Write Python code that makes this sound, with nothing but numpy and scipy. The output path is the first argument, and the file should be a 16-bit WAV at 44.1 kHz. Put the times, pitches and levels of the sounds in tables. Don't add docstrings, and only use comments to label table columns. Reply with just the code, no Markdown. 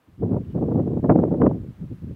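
import sys
import numpy as np
from scipy import signal
from scipy.fft import rfft, irfft
from scipy.io import wavfile
from scipy.ndimage import uniform_filter1d, minimum_filter1d, map_coordinates

SR = 44100
rng = np.random.default_rng(int(sys.argv[2]) if len(sys.argv) > 2 else 0)


def digitize_waveform(pressure):
    field = np.atleast_2d(pressure).T
    bounded = np.clip(field, -1, 1)
    quanta = np.round(bounded * 32767).astype(np.int16)
    wavfile.write(sys.argv[1], SR, quanta)


N = 94815

# (frequency [Hz], relative density [dB])
EDDY_SPECTRUM = [(20, -6.5), (60, -3), (130, 2), (260, -2), (380, -6.5), (520, -15), (720, -23.5),
                 (1000, -36.5), (1400, -50.5), (2000, -70), (3000, -110)]
def wind(t):
    eddy_span_s, evenness = 0.014, 0.55
    level_db, speed = buffets(t, *gusts(t))
    eddies = noise(EDDY_SPECTRUM)
    local_power = smooth(eddies ** 2, eddy_span_s)
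    eddies = eddies / local_power ** (evenness / 2)
    distance = np.cumsum(speed)
    return amp(level_db) * map_coordinates(eddies / eddies.std(), [distance], order=3, mode="mirror")


# (time [s], level [dB])
GUST_LEVELS = [(0, -67), (.068, -68), (.08, -41), (.11, -51), (.125, -48.5), (.175, -49.5), (.195, -31),
               (.213, -29), (.228, -18), (.275, -25.5), (.32, -20.5), (.37, -23), (.405, -28), (.455, -34),
               (.48, -28), (.525, -34.5), (.555, -22), (.665, -22.5), (.735, -25), (.763, -19.5),
               (.822, -18.5), (.842, -27), (.875, -22.5), (.99, -21.5), (1.015, -29), (1.04, -19.5),
               (1.08, -23), (1.104, -10.5), (1.135, -19.5), (1.156, -12), (1.18, -18), (1.235, -18),
               (1.305, -25), (1.323, -18.5), (1.37, -25.5), (1.425, -14), (1.473, -15.5), (1.495, -20.5),
               (1.57, -25), (1.595, -30.5), (1.617, -26), (1.67, -36.5), (1.695, -28.5), (1.715, -39),
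               (1.757, -48), (1.82, -28), (1.858, -28.5), (1.88, -40.5), (1.925, -27.5), (1.97, -41),
               (2.008, -43.5), (2.025, -28), (2.05, -31), (2.12, -28), (2.15, -40)]
def gusts(t):
    usual_db, speed_exponent = -23, .125
    calm_db, calm_slowing, calm_steepness = -26.5, .35, 7
    flutter_s, flutter_level_db, flutter_speed_db = .009, 2.24, 0.71
    level_db = smooth(np.interp(t, *np.array(GUST_LEVELS).T), .006)
    speed = amp(speed_exponent * (level_db - usual_db))
    speed *= 1 - calm_slowing / (1 + amp(calm_steepness * (level_db - calm_db)))
    flutter = smooth(rng.standard_normal(N), flutter_s)
    flutter = 2 * np.tanh(flutter / flutter.std() / 2)
    return level_db + flutter_level_db * flutter, speed * amp(flutter_speed_db * flutter)


# (time [s], length [s], level change [dB], extra speed [fraction])
JETS = [(0.233, 0.006, 4.5, 0.17), (0.249, .009, 2, 0), (0.296, 0.013, -4, 0.35), (0.345, 0.0071, 5.5, 0.3),
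        (0.37, 0.007, 5.5, 0.29), (0.583, .013, 0.5, .52), (0.633, 0.011, 1, 0.077),
        (0.69, 0.0091, 4.5, 0.23), (0.714, 0.013, 5, 0.68), (0.755, 0.011, 4, 0.11),
        (.801, 0.0074, 5, 0.37), (0.876, 0.0064, 3.5, 0.26), (0.999, 0.0043, 3, 0.23),
        (1.029, 0.0048, 4.5, 0.2), (1.046, 0.0079, 2, 0.33), (1.06, 0.0094, 2.5, 0.3),
        (1.095, 0.0061, 4.5, 0.56), (1.103, .005, 6.5, .5), (1.117, .012, 3, .43),
        (1.16, 0.0033, 7.5, 0.402), (1.191, .005, 8.5, .27), (1.239, 0.00465, 2.5, 0.465),
        (1.318, 0.0047, 5.5, 0.34), (1.344, .012, 2.5, 0.56), (1.42, 0.0064, 6.5, 0.933),
        (1.465, 0.0087, 1.5, .84), (1.514, 0.0038, -0.5, 0.65)]
def buffets(t, level_db, speed):
    for at, length, change_db, extra_speed in JETS:
        pulse = bell(t, at, length)
        level_db = level_db + change_db * pulse
        speed = speed * (1 + extra_speed * pulse)
    return level_db, speed


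# (time [s], length [s], level [dB])
BRUSHES = [(0.453, .008, -67.5), (0.516, 0.0252, -69)]
# (frequency [Hz], relative density [dB])
BRUSH_SPECTRUM = [(800, -25.5), (2200, -5.5), (2950, 11), (3900, -14), (8000, -29)]
def rustles(t):
    envelope = sum(amp(db) * bell(t, at, length) for at, length, db in BRUSHES)
    return noise(BRUSH_SPECTRUM) * envelope


# (frequency [Hz], relative density [dB])
AIR_SPECTRUM = [(30, -3), (300, 5.5), (700, -1.5), (1300, -4), (2000, -8.5), (3200, -13), (4500, -18.5),
                (6500, -22.5), (10000, -24), (15500, -23.5)]
def air(t):
    steady_db, rise_db, rise_s = -60, 5, 0.45
    return noise(AIR_SPECTRUM) * amp(steady_db - rise_db * np.maximum(1 - t / rise_s, 0))


def noise(spectrum):
    hz, db = np.array(spectrum).T
    bin_hz = np.maximum(np.fft.rfftfreq(N, 1 / SR), 1)
    gain = amp(np.interp(np.log(bin_hz), np.log(hz), db))
    shaped = irfft(rfft(rng.standard_normal(N)) * gain, N)
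    return shaped / shaped.std()


def smooth(x, seconds):
    size = max(int(seconds * SR / 2), 1)
    for _ in range(3):
        x = uniform_filter1d(x, size)
    return x


def bell(t, at, length):
    return np.exp(-2 * ((t - at) / length) ** 2)


def amp(db):
    return 10 ** (np.asarray(db) / 20)


def scene():
    t = np.arange(N) / SR
    return (wind(t) + air(t) + rustles(t))[None]


def limit(x):
    ceiling, dip_s = .89, .012
    gain = ceiling / np.maximum(np.abs(x), ceiling)
    held_gain = minimum_filter1d(gain, int(2 * dip_s * SR))
    return x * smooth(held_gain, dip_s)


def record(dry):
    low_cut_hz, top_hz = 90.7, 15750
    high_pass = signal.butter(2, low_cut_hz, "high", fs=SR, output="sos")
    low_pass = signal.ellip(10, .2, 70, top_hz, fs=SR, output="sos")
    thinned = signal.sosfilt(high_pass, dry)
    return signal.sosfilt(low_pass, limit(thinned))


dry = scene()
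out = record(dry)
digitize_waveform(out)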